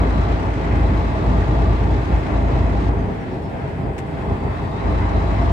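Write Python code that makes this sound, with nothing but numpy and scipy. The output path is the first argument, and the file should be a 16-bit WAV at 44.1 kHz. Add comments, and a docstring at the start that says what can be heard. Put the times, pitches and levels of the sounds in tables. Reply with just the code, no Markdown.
"""One first hears the booming firing tone of a six-cylinder diesel pulling at low revs in a heavy truck's cab.
The driver lifts off for two seconds and presses on again; tone, knock and hiss sink and return with the pull.
Periodic sources are sums of sines locked to the crankshaft or gliding in pitch; combustion, tyre rumble and
panels are shaped noise. A faint turbocharger whistle and ticks of the trim lie over it.
Two microphones a hand apart hear a sound field whose likeness depends on frequency."""
import sys
import numpy as np
from scipy import signal
from scipy.fft import rfft, irfft, next_fast_len
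from scipy.io import wavfile
from scipy.ndimage import map_coordinates

SR = 44100
rng = np.random.default_rng(int(sys.argv[2]) if len(sys.argv) > 2 else 0)


def generate_wav(sig):
    """Save sig (samples, or channels by samples) to the path in sys.argv[1] as 16-bit PCM at SR."""
    pcm = np.round(np.clip(np.atleast_2d(sig).T, -1, 1) * 32767).astype(np.int16)
    wavfile.write(sys.argv[1], SR, pcm)


N = 243431

# Level columns are nominal: the functions add swings and random wobble. A half_length_s runs from peak to 1/e.
# Crankshaft and pull: start_s, firing_rate_hz, load_db (below full pull)
CRANKSHAFT = [(0, 55.22, 1), (.9, 55.44, -2.5), (1.6, 55.62, -1), (2.3, 55.77, -1), (2.85, 55.78, -2.5),
              (3.05, 55.1, -7.5), (3.25, 55.09, -13.5), (4.1, 55.03, -10), (4.3, 55.05, -3.5),
              (4.75, 54.85, -12), (4.9, 55.05, -1), (5.52, 55, -2.5)]
# Multiples of the four-stroke cycle that stand out: order (6 = firing rate)
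CYCLE_ORDERS = [3, 7, 8, 9, 10, 11, 13, 14, 21, 24, 27, 29, 30, 32, 33, 36, 39, 42, 44, 48, 51, 54, 57, 58,
                60, 63, 66, 69, 72, 74, 75, 78, 87, 90, 93, 96, 99, 105, 108, 114, 123, 126, 129, 147]
# Their strengths at full pull: level_db
CYCLE_ORDER_LEVELS = [-49, -32, -36, -26, -34, -31, -37, -36, -42, -41, -38, -43, -46, -44, -35, -42, -43,
                      -47, -42, -44, -48, -49, -47, -48, -48, -50, -46, -49, -46, -46, -47, -48, -50, -45,
                      -52, -53, -51, -52, -52, -53, -51, -51, -57, -58]
# Firing tone, following the pull on the engine mounts: start_s, level_db
FIRING_BOOM = [(0, -16.5), (.65, -23), (.8, -18.5), (1.3, -18), (2.9, -20), (3.05, -27), (3.2, -38),
               (4.12, -41), (4.25, -32.5), (4.78, -35.5), (4.87, -21.5), (5.15, -22.5), (5.52, -19.5)]
# Brief dips and swells of the low end: peak_s, firing_tone_db, thrum_db, rumble_db, onset_s
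LOW_LURCHES = [(.09, -2, -9, 0, 0.051), (.26, -3.5, -1, -4, 0.047), (.34, 3.5, -0.5, -1.5, .04),
               (.4, -12.5, -1.5, -2.5, 0.054), (0.548, -2.5, -8, -3.5, 0.055), (.6, -4.5, 0.5, 0.5, 0.07),
               (.82, 1.5, 1.5, -1, 0.14), (1.209, -9.5, -4, -4, 0.18), (1.33, 1, 1, 1, 0.085),
               (1.44, -9.5, 0, -7, 0.029), (1.68, 2, 2, -1, 0.1), (1.772, -3, 0.5, -16.5, 0.018),
               (2.07, -12, -4.5, -9, .07), (2.115, 2, 4.5, 1, .025), (2.16, 1.5, 2, 0, .04),
               (2.21, -5.5, 0, -7, .025), (2.27, -12, -8, -0.5, .06), (2.68, -1, 3.5, -2.5, 0.11),
               (2.8, -4, -4, -2.5, 0.013), (2.98, 0.5, -1, -0.5, 0.027), (3.11, -1, 2, 4.5, 0.064),
               (3.24, -7.5, -3.5, 0.5, 0.027), (3.33, 2, -6, 2.5, 0.032), (3.55, -1, 0, 0.5, 0.071),
               (3.89, 11, 5.5, 4.5, 0.085), (3.95, -3, 0, -3.5, 0.039), (4.12, -10, 0.5, 2, 0.033),
               (4.32, 4, 9.5, 3, 0.047), (4.39, -1, -7, -2, 0.039), (4.47, 10, 3.5, 3, 0.044),
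               (4.55, 0, 2.5, -5.5, 0.044), (5.08, -2.5, -4.5, -6, 0.018), (5.16, 2, 6.5, 2.5, 0.013),
               (5.29, 1, -2.5, 0, 0.053)]
# Injected fuel: start_s, level_db (below full)
INJECTED_FUEL = [(0, -1), (.4, -1.3), (1.8, -1.9), (2.885, -2.5), (2.905, -8), (3.05, -6.5), (3.36, -7),
                 (3.45, -7.5), (3.55, -7.5), (3.7, -6.5), (3.9, -10.5), (4.05, -8), (4.2, -6), (4.33, -6),
                 (4.46, -6.5), (4.56, -4.5), (4.66, -5), (4.76, -4), (4.84, -2.5), (5.52, -1.3)]
# Low roar of the engine block: start_s, level_db
BLOCK_ROAR = [(0, -34.5), (.45, -42), (1, -37.5), (2, -41.5), (2.83, -38.5), (3.2, -48.5), (4.1, -46.5),
              (4.27, -41), (4.76, -40.5), (4.93, -36), (5.52, -36.5)]
# Brief dips and swells of the knock: peak_s, change_db, half_length_s
KNOCK_CHANGES = [(.33, 1, .05), (.72, 1.7, .04), (3.437, -6.5, .05), (3.93, -1, .04), (4.72, -4.5, 0.033)]
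# Pipes that ring: centre_hz, width_hz, level_db (against the intake hiss), share (of the block's swing)
RINGING_PIPES = [(3350, 130, -13, 0), (3575, 90, -17, .6), (3905, 100, -14, .9), (4025, 80, -14, .9),
                 (3950, 450, -12, .9), (4820, 90, -21, .3), (5140, 90, -24, .3), (5370, 90, -25, .3)]
# Swells and dips of that ringing: peak_s, change_db, half_length_s
PIPE_CHANGES = [(.2, 4, .05), (.52, -5, .06), (1.72, 6, .05), (1.87, -6, .04), (1.97, 5, .04),
                (2.35, -2, .05), (2.6, 3, .04)]
# Cab panels that sing: centre_hz, width_hz, level_db (at full pull), share (of the block's swing)
CAB_PANELS = [(407, 24, -43, 0.28), (649, 24, -41, 0.94), (686, 50, -42, 1.1), (807, 44, -44, 0.7),
              (1150, 51, -52, 1.3), (1309, 28, -54, 1.1), (1885, 60, -55.5, .9), (2055, 90, -54, .9),
              (2583, 90, -58.5, 1.1)]
# Short hums in the lull: peak_s, pitch_hz, level_db, half_length_s
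LULL_HUMS = [(3.336, 368, -35.5, 0.046), (3.85, 805, -43, .045)]
# Narrow hiss climbing as the load returns: start_s, centre_hz, level_db
CLIMBING_HISS = [(4.1, 3330, -85), (4.22, 3330, -62), (4.38, 3350, -66), (4.46, 3550, -70),
                 (4.53, 3600, -63), (4.64, 3650, -63), (4.7, 3680, -67), (4.74, 3680, -58),
                 (4.785, 3720, -58), (4.81, 3960, -59), (4.87, 3960, -70), (4.93, 3950, -57),
                 (5.0, 3950, -85)]
# Turbocharger wheel spooling up and down: start_s, pitch_hz
TURBO_PITCH = [(0, 5420), (.4, 5930), (.65, 6160), (1, 6410), (1.5, 6610), (2, 6760), (2.7, 6650),
               (2.85, 6540), (3, 6270), (3.2, 5760), (3.46, 5340), (3.87, 4880), (4.1, 4730), (4.4, 4590),
               (4.75, 4570), (5.25, 5120), (5.52, 5480)]
# Swells of the turbocharger whistle: peak_s, level_db, half_length_s
WHISTLE_SWELLS = [(.1, -73, .08), (.38, -70, .06), (.55, -72, .06), (1.03, -70, .06), (1.38, -72, .1),
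                  (1.48, -70, .03), (1.97, -71, .07), (2.2, -73, .12), (2.45, -72, .12), (2.7, -73, .08),
                  (2.86, -71, .04), (2.94, -72, .015), (3.0, -65.5, .022), (3.09, -70, .018),
                  (3.14, -72, .018), (3.22, -66.5, .025), (3.33, -70, .022), (3.455, -65, .025),
                  (3.5, -71, .02), (3.6, -72, .02), (3.84, -68.5, .035), (4.42, -65.5, .035),
                  (4.495, -65, .045), (4.665, -65, .04), (5.22, -70, .04), (5.42, -63, .03)]
# Dry trim ticks: start_s, treble_db, left_minus_right_db, length_s, body_db (against the treble), rise_s
TRIM_TICKS = [(.447, -71, 1, .02, 0, .008), (.733, -68.5, 1, .025, 0, .01), (1.612, -68, -1, .022, 0, .01),
              (3.435, -70.5, 0, .018, 0, .006), (3.82, -71, 0, .008, 6, .002),
              (3.9795, -62, 4, .02, 20.5, .0006), (4.495, -70, 0, .01, 6, .002),
              (4.625, -68.5, .5, .025, 0, .01), (4.925, -72, 1.5, .02, 2, .008),
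              (5.065, -72, 1.5, .02, 2, .008), (5.325, -72, 0, .02, 2, .008)]

# Relative noise spectra of the combustion layers: frequency_hz, density_db (per Hz)
ROAR_SPECTRUM = [(700, -39.5), (880, 1), (930, -5.5), (1010, -2.5), (1100, -2.5), (1150, -8.5),
                 (1200, -2.5), (1240, -12.5), (1500, -64.5), (2700, -120)]
KNOCK_SPECTRUM = [(900, -54.5), (1200, -3), (1310, 3), (1400, 1.5), (1520, 1), (2100, -1.5), (2410, -6.5),
                  (2580, -4.5), (2840, -16.5), (3100, -11), (4030, -35.5), (6820, -120)]
HISS_SPECTRUM = [(2000, -41.5), (2800, 1), (3100, -5.5), (3600, -3), (4100, -6.5), (4500, -6), (5000, -12),
                 (5600, -29), (9000, -120)]
FIZZ_SPECTRUM = [(3000, -63), (4600, -8), (5200, 0.5), (5800, -2), (7000, -5), (8000, -9), (8800, -12),
                 (9300, -28.5), (10000, -33.5), (14000, -120)]
# Relative spectra of chassis thrum, tyre and floor rumble, cab drone: frequency_hz, density_db (per Hz)
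THRUM_SPECTRUM = [(15, -40), (28, -20), (40, -14), (50, -16), (60, -12), (70, -3), (88, -1), (115, -1),
                  (140, -4), (165, -38), (310, -120)]
RUMBLE_SPECTRUM = [(76, -39), (130, -3), (156, -1), (194, -2), (232, -6.5), (263, -3.5), (370, -12),
                   (480, -36.5), (810, -120)]
DRONE_SPECTRUM = [(200, -35), (340, -10), (360, -2), (471, -3), (505, -6), (612, -6.5), (670, -3),
                  (750, -10), (782, -3), (854, -11.5), (920, -7.5), (1200, -32.5), (2020, -120)]
# Relative spectra of tick treble, tick body and moving air: frequency_hz, density_db (per Hz)
TICK_TREBLE_SPECTRUM = [(5000, -40), (8500, -3), (10500, -4), (13000, -1), (15800, -4)]
TICK_BODY_SPECTRUM = [(800, -56), (1500, 9.5), (2200, 10.5), (3500, -0.5), (5000, -5), (8000, -4),
                      (9500, -12.5), (14000, -60)]
AIR_SPECTRUM = [(5000, -30), (7000, 6), (8700, 9), (9400, 3), (10200, 0), (12000, -1), (15900, -2.5)]

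# Left-right likeness of sound from all sides, opposed near a half wave of the spacing:
# frequency_hz, correlation (-1 to 1)
LIKENESS = [(60, 1), (110, 0.88), (200, 0.76), (350, 0.91), (550, 0.055), (800, 0.35), (1020, -0.11),
            (1300, -0.6), (1750, -0.01), (2200, 0.22), (3000, .05), (12000, -0.058)]
# Colour difference of left and right: frequency_hz, left_minus_right_db
STEREO_LEAN = [(60, 0.8), (300, -1), (520, 1), (700, -0.4), (1200, 3.5), (2100, 1), (2900, -0.5),
               (6500, -0.5), (7800, -1), (9000, 4), (10500, 1), (15000, 0)]

FULL_BOOM_DB, FULL_BLOCK_DB = -21.5, -37  # firing tone and block roar at full pull
BEAT_DB, BEAT_RAD = 3, .3  # the firing tone beats once per four-stroke cycle
# Reference level at full pull (dB), share of the boom's swing
THRUM_LAW, RUMBLE_LAW, DRONE_LAW = (-19.5, 0.4), (-26, 0.3), (-31, 0.2)
# Reference level at full fuel (dB), share of the fuel's swing, lag (s)
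KNOCK_LAW, HISS_LAW, FIZZ_LAW = (-39, 0.79, 0.054), (-48, 1.07, .002), (-57, 1.38, .002)
RECOVER_S, TONE_LAG_S = 0.028, 0.023  # decay of a lurch; delay of the firing tone's answer to it
DRONE_LURCH, PANEL_LURCH = 0.69, 0.49  # shares of the rumble's and of the thrum's lurches
WHISTLE_FLOOR_DB = -81  # nominal whistle level between swells
CLIMB_WIDTH_HZ = 160  # width of the climbing hiss
TOP_HZ = 15760  # highest frequency kept


def orders():
    """Harmonics of a periodic source: a firing tone plus cycle orders from unequal cylinders."""
    angle, load_db = cycle(), curves(CRANKSHAFT)[1]
    boom_db, thrum_db = shake()[:2]
    surge_db = thrum_db - THRUM_LAW[0]  # the orders, low ones most, ride on the chassis thrum
    beat_db = BEAT_DB * np.cos(angle + BEAT_RAD)
    boom_size = np.sqrt(2) * amp(boom_db + beat_db + 0.37 * wobble(16))
    out = boom_size * np.sin(6 * angle + 0.049 * wobble(26)) * np.ones((2, 1))
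    for order, db in zip(CYCLE_ORDERS, CYCLE_ORDER_LEVELS):
        apart = field_angle(order * CRANKSHAFT[0][1] / 6)
        jitter = .25 * wobble(4) + .006 * order * wobble(14)
        phase = order * angle + rng.uniform(0, 2 * np.pi) + jitter
        drive_db = surge_db + .5 * load_db if order < 15 else load_db + .4 * surge_db
        flutter_db = (1.0 if order < 40 else 3.0) * wobble(3.524)
        size = np.sqrt(2) * amp(db + drive_db + flutter_db) / max(np.cos(apart), .4)
        # opposite phase shifts at the two microphones
        out += size * np.sin(phase + np.array([[-apart], [apart]]))
    return out


def combustion():
    """Amplitude modulation of noise: knock, hiss and fizz swell with unequal firings while the engine pulls."""
    angle, load_db = cycle(), curves(CRANKSHAFT)[1]
    pull = amp(load_db)
    firing = np.cos(6 * angle)
    bank = np.cos(3 * angle)
    whole = np.cos(angle) + np.cos(4 * angle + 1)
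    flutter = wobble(13)

    knock_swing = pull * (0.54 * firing + 0.57 * bank + 0.52 * whole)
    hiss_swing = pull * (1.5 * firing + 1.2 * bank + 0.15 * whole)
    fizz_swing = pull * (0.71 * firing + 1.1 * bank + 1.3 * whole)
    roar = rush(shaped(ROAR_SPECTRUM), amp(1.36 * wobble(19)))
    knock = rush(shaped(KNOCK_SPECTRUM), amp(knock_swing + 0.67 * wobble(14)))
    hiss = rush(shaped(HISS_SPECTRUM), amp(hiss_swing + flutter))
    fizz = rush(shaped(FIZZ_SPECTRUM), amp(fizz_swing + 0.45 * flutter))

    hiss_db = burn(*HISS_LAW)
    out = amp(curves(BLOCK_ROAR)[0]) * roar
    out += amp(burn(*KNOCK_LAW) + swells(KNOCK_CHANGES)) * knock
    out += amp(hiss_db - 2.0) * hiss
    out += amp(burn(*FIZZ_LAW)) * fizz
    out += amp(hiss_db + swells(PIPE_CHANGES)) * pipes()
    return out


def pipes():
    """Resonance: each pipe passes a narrow band of noise, its level partly following the block roar."""
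    swing_db = block_swing()
    out = np.zeros((2, N))
    for hz, width_hz, db, share in RINGING_PIPES:
        out += amp(db + share * swing_db + 2.8 * wobble(22)) * rush(peak(hz, width_hz))
    return out


def road():
    """Structure-borne noise: chassis thrum, tyre and floor rumble, and cab drone in irregular lumps."""
    thrum_db, rumble_db, drone_db = shake()[1:]
    load_db = curves(CRANKSHAFT)[1]
    thrum = rush(shaped(THRUM_SPECTRUM), amp(0.55 * wobble(3.4)))
    rumble = rush(shaped(RUMBLE_SPECTRUM), amp(0.58 * wobble(18)))
    drone = rush(shaped(DRONE_SPECTRUM), amp(.8 * wobble(16)))
    return amp(thrum_db - 7.5 - 0.28 * load_db) * thrum + amp(rumble_db) * rumble + amp(drone_db) * drone


def panels():
    """Plate resonance: cab panels sing in narrow noise bands of irregular level."""
    swing_db = block_swing()
    lurch_db = PANEL_LURCH * lurches()[1]
    out = np.zeros((2, N))
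    for hz, width_hz, db, share in CAB_PANELS:
        flutter_db = 1.6 * wobble(5.77) + 2.2 * wobble(13)
        out += amp(db + share * swing_db + lurch_db + flutter_db) * rush(peak(hz, width_hz))
    return out


def hums():
    """Tone bursts: a sine under a Gaussian envelope swells and fades."""
    t = np.arange(N) / SR
    out = np.zeros(N)
    for s, hz, db, half_s in LULL_HUMS:
        tone = np.sin(2 * np.pi * hz * t + 0.28 * wobble(16))
        out += np.sqrt(2) * amp(db) * bump(s, half_s) * tone
    return out


def climb():
    """Quadrature modulation: low-frequency noise is carried up to a rising centre frequency."""
    hz, db = curves(CLIMBING_HISS)
    angle = 2 * np.pi * np.cumsum(hz) / SR
    slow = filtered(rng.standard_normal((2, 2, N)), peak(0, CLIMB_WIDTH_HZ))
    band = slow[0] * np.cos(angle) + slow[1] * np.sin(angle)
    return amp(db + 3.5) * band / np.sqrt(np.mean(band ** 2))


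def turbo():
    """Frequency modulation: a thin whistle follows the turbocharger's pitch and swells in bursts."""
    hz = curves(TURBO_PITCH)[0]
    size = amp(WHISTLE_FLOOR_DB) + sum(amp(db) * bump(s, half_s) for s, db, half_s in WHISTLE_SWELLS)
    phase = 2 * np.pi * np.cumsum(hz * (1 + .0012 * wobble(30))) / SR
    apart = .6  # phase shift in radians, opposite at the two microphones
    tone = np.sin(phase + np.array([[apart], [-apart]])) / np.cos(apart)
    return np.sqrt(2) * size * amp(1.2 * wobble(40)) * tone


def ticks():
    """Transient envelopes on grainy noise: each dry scrape has its own rise, a quick end and a short ring."""
    t, treble, body = np.arange(N) / SR, np.zeros((2, N)), np.zeros((2, N))
    for s, db, pan_db, length_s, body_db, rise_s in TRIM_TICKS:
        u = np.clip((t - s) / length_s, 0, 9)
        rise = 1 - np.exp(-u * length_s / rise_s)
        fall = np.exp(-u ** 2.2) + 0.53 * np.exp(-1.3 * u)  # quick end plus ring of the cab
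        gate = amp(db + np.array([[pan_db], [-pan_db]]) / 2) * rise * fall
        treble += gate
        body += amp(body_db) * gate
    grain = amp(1.8 * wobble(400))
    return treble * rush(shaped(TICK_TREBLE_SPECTRUM), grain) + body * rush(shaped(TICK_BODY_SPECTRUM), grain)


def air():
    """Broadband flow noise: the faint treble of moving air follows the load slightly."""
    flutter = amp(.5 * wobble(26) + 0.84 * wobble(40))
    return amp(-67.0 + 0.18 * curves(CRANKSHAFT)[1]) * rush(shaped(AIR_SPECTRUM), flutter)


def cycle():
    """Phase as the integral of frequency: angle of the four-stroke cycle (six firings) in radians."""
    return 2 * np.pi * np.cumsum(curves(CRANKSHAFT)[0]) / (6 * SR)


def lurches():
    """Two-sided Gaussian envelopes: brief level changes in dB of firing tone, thrum and rumble."""
    t = np.arange(0, N, 64) / SR  # a coarse time grid is enough
    s, *changes_db, onset_s = np.transpose(LOW_LURCHES)
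    u = t[:, None] - s
    bell = np.exp(-(u / np.where(u < 0, onset_s, RECOVER_S)) ** 2)
    lags_s = (TONE_LAG_S, 0, 0)
    return [np.interp(np.arange(N) / SR - lag_s, t, bell @ db) for db, lag_s in zip(changes_db, lags_s)]


def shake():
    """Common excitation: levels in dB of firing tone, thrum, rumble and drone share the boom's swing."""
    boom_db = curves(FIRING_BOOM)[0]
    tone, thrum, rumble = lurches()
    law = lambda db, share: db + share * (boom_db - FULL_BOOM_DB)
    drone_db = law(*DRONE_LAW) + DRONE_LURCH * rumble
    return boom_db + tone, law(*THRUM_LAW) + thrum, law(*RUMBLE_LAW) + rumble, drone_db


def burn(db, share, lag_s):
    """First-order lag: level in dB of a layer that follows the injected fuel."""
    keep = np.exp(-1 / (max(lag_s, .001) * SR))
    return db + share * signal.lfilter([1 - keep], [1, -keep], curves(INJECTED_FUEL)[0])


def block_swing():
    """Level difference: block roar in dB against its level at full pull."""
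    return curves(BLOCK_ROAR)[0] - FULL_BLOCK_DB


def bump(s, half_s):
    """Gaussian envelope: peak 1 at s seconds, falling to 1/e after half_s."""
    return np.exp(-((np.arange(N) / SR - s) / half_s) ** 2)


def swells(rows):
    """Addition of levels: the sum in dB of Gaussian swells and dips."""
    return sum(db * bump(s, half_s) for s, db, half_s in rows)


def field_angle(hz):
    """Spatial correlation: the angle whose double has the left-right likeness as its cosine."""
    return np.arccos(np.clip(along(LIKENESS, hz), -1, 1)) / 2


def rush(gain, gate=1):
    """Partly correlated sound field: gated stereo noise, scaled by the rms of its mid signal."""
    def response(hz):
        turn = field_angle(hz)
        return gain(hz) * [np.cos(turn), np.sin(turn)]
    mid, side = filtered(gate * rng.standard_normal((2, N)), response)
    return np.array([mid + side, mid - side]) / np.sqrt(np.mean(mid ** 2))


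def shaped(spectrum):
    """Spectral shaping: gain function of a spectrum table."""
    return lambda hz: amp(along(spectrum, hz))


def peak(hz, width_hz):
    """Resonance curve: Lorentzian gain, half its peak at the edges of the width."""
    return lambda f: 1 / (1 + ((f - hz) / (width_hz / 2)) ** 2)


def filtered(x, response):
    """Convolution theorem: multiply the spectrum of x by a frequency response."""
    m = next_fast_len(N + 8192)
    return irfft(rfft(x, m) * response(np.fft.rfftfreq(m, 1 / SR)), m)[..., :N]


def wobble(rate):
    """Band-limited fluctuation: a smooth random curve with rate knots a second."""
    knots = rng.standard_normal(int(N * rate / SR) + 4)
    return map_coordinates(knots, [np.arange(N) * rate / SR])


def curves(rows):
    """Linear interpolation in time: one value per sample for each column after the time."""
    s, *columns = np.transpose(rows)
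    return [np.interp(np.arange(N) / SR, s, column) for column in columns]


def along(points, hz):
    """Interpolation on a logarithmic frequency axis."""
    f, v = np.transpose(points)
    return np.interp(np.log(hz + 1), np.log(f + 1), v)


def amp(db):
    """Decibel law: amplitude gain of a level in dB."""
    return 10 ** (np.asarray(db) / 20)


def scene():
    """Superposition: the pressures of all sources add."""
    engine = orders() + combustion()
    cab = road() + panels()
    return engine + cab + hums() + climb() + turbo() + ticks() + air()


def record(dry):
    """Stereo colour: left and right differ in tone; the treble ends at TOP_HZ."""
    sides = np.array([[1], [-1]])
    return filtered(dry, lambda hz: amp(along(STEREO_LEAN, hz) / 2 * sides) * (hz < TOP_HZ))


dry = scene()
out = record(dry)
generate_wav(out)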